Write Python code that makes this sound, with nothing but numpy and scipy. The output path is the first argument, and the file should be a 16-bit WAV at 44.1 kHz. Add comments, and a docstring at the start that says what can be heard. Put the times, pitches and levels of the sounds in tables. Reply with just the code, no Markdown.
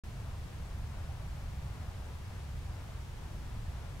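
"""Beside a calm lake, on a stereo microphone pair: a deep rumble, probably far engines, lies
in the middle, and the soft tyre rush of a distant road swells and eases on the left.
Diffuse open air surrounds both, under the even hiss of the microphones."""
import sys
import numpy as np
from scipy import signal
from scipy.fft import rfft, irfft
from scipy.io import wavfile
from scipy.ndimage import uniform_filter1d

SR = 44100
rng = np.random.default_rng(int(sys.argv[2]) if len(sys.argv) > 2 else 0)


def unload_wav(signal):
    """Save mono or channel-first audio to the path in sys.argv[1] as 16-bit WAV at rate SR, clipped to [-1, 1]."""
    wavfile.write(
        sys.argv[1],
        SR,
        np.round(np.clip(np.atleast_2d(signal).T, -1, 1) * 32767).astype(np.int16),
    )


N = 176400

# Spectrum of the far rumble, centre of the pair: f/Hz, level/dB (relative, per Hz)
RUMBLE_SPECTRUM = [(12, -8), (22, -5.5), (32, -2.5), (52, -1), (76, 1.5), (105, -5), (128, -4.5),
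                   (165, -13.5), (220, -21), (300, -30)]


def far_rumble():
    """Deep, wavering rumble, probably distant engines, nearly the same at both microphones."""
    rumble = shaped_noise(RUMBLE_SPECTRUM) * waver(depth_db=.78, per_s=4.04)
    return place_on_pair(rumble * gain(-41), left_db=-.5, left_lead_ms=.22)


# Spectrum of the distant road: f/Hz, level/dB (relative, per Hz)
ROAD_SPECTRUM = [(250, -5), (450, -3), (650, 1), (950, 0), (1400, -4.5), (2000, -13), (3000, -17)]
# Swells of the road as they reach the shore: t/s, level/dB
ROAD_SWELLS = [(0, -56), (.29, -56.5), (.6, -57.5), (.82, -57), (.97, -55), (1.08, -57.5), (1.25, -55),
               (1.44, -57.5), (1.68, -56.5), (2.1, -57), (2.7, -57.5), (3.4, -58), (4, -57.4)]


def distant_road():
    """Tyre rush carried over the water from the left, swelling and easing."""
    times, levels_db = np.array(ROAD_SWELLS).T
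    swell = gain(np.interp(np.arange(N) / SR, times, levels_db))
    tyres = shaped_noise(ROAD_SPECTRUM) * waver(depth_db=1, per_s=8.95)
    return place_on_pair(tyres * swell, left_db=8, left_lead_ms=.087)


# Spectrum of the open air all round the pair: f/Hz, level/dB (relative, per Hz)
AIR_SPECTRUM = [(12, 11), (40, 5), (120, 3), (250, -3), (420, -3.5), (700, -11.5), (1200, -14.5),
                (1700, -10), (2500, -13), (4200, -20.5), (6000, -24)]


def open_air():
    """Soft wash from all sides, unrelated at the left and right microphones."""
    sides = [shaped_noise(AIR_SPECTRUM) * waver(depth_db=.1, per_s=5) for _ in range(2)]
    return gain(-54) * np.array(sides)


# Spectrum of the microphones' own noise: f/Hz, level/dB (relative, per Hz)
HISS_SPECTRUM = [(300, -1), (2000, -1.5), (3500, 1), (5500, -0.85), (8000, -3.5), (10000, -5.5),
                 (12500, -8.5), (15500, -12)]


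def microphone_hiss(common_power=.34):
    """Even self-noise, with a share of its power common to both channels."""
    separate = np.array([shaped_noise(HISS_SPECTRUM) for _ in range(2)])
    common = shaped_noise(HISS_SPECTRUM)
    return gain(-62) * (np.sqrt(common_power) * common + np.sqrt(1 - common_power) * separate)


def gain(db):
    """Decibels to amplitude gain."""
    return 10 ** (np.asarray(db) / 20)


def shaped_noise(spectrum, skirt_db_per_octave=13.5):
    """Noise of rms 1 that follows (f/Hz, level/dB) points and falls away beyond their ends."""
    hz, db = np.array(spectrum, float).T
    octave = np.log2(np.maximum(np.arange(N // 2 + 1) * SR / N, 1))
    knots = np.log2(hz)
    octaves_outside = np.abs(octave - np.clip(octave, knots[0], knots[-1]))
    shape_db = np.interp(octave, knots, db) - skirt_db_per_octave * octaves_outside
    noise = irfft(rfft(rng.standard_normal(N)) * gain(shape_db), N)
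    return noise / noise.std()


def waver(depth_db, per_s):
    """A wandering gain: random levels held 1 / per_s seconds and smoothed twice."""
    hold = int(SR / per_s)
    steps = rng.standard_normal(1024)[np.arange(N) // hold % 1024]
    drift = uniform_filter1d(uniform_filter1d(steps, hold), hold)
    return gain(depth_db * (drift - drift.mean()) / drift.std())


def place_on_pair(source, left_db, left_lead_ms):
    """Positive values make a source louder and earlier at the left microphone."""
    hz = np.arange(N // 2 + 1) * SR / N
    left = irfft(rfft(source) * np.exp(2j * np.pi * hz * left_lead_ms / 1000), N)
    balance = gain([[left_db / 2], [-left_db / 2]])
    return np.array([left, source]) * balance / np.sqrt(np.mean(balance ** 2))


def scene():
    """The lakeside from one spot; all layers sound throughout."""
    return far_rumble() + distant_road() + open_air() + microphone_hiss()


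def record(dry, silence_s=.036, fade_s=.002, top_hz=15750):
    """The sound opens after an instant of silence; the top is cut steeply."""
    fade_in = np.clip((np.arange(N) / SR - silence_s) / fade_s, 0, 1)
    lowpass = signal.ellip(12, .1, 80, top_hz, fs=SR, output="sos")
    return signal.sosfilt(lowpass, dry * fade_in)


dry = scene()
out = record(dry)
unload_wav(out)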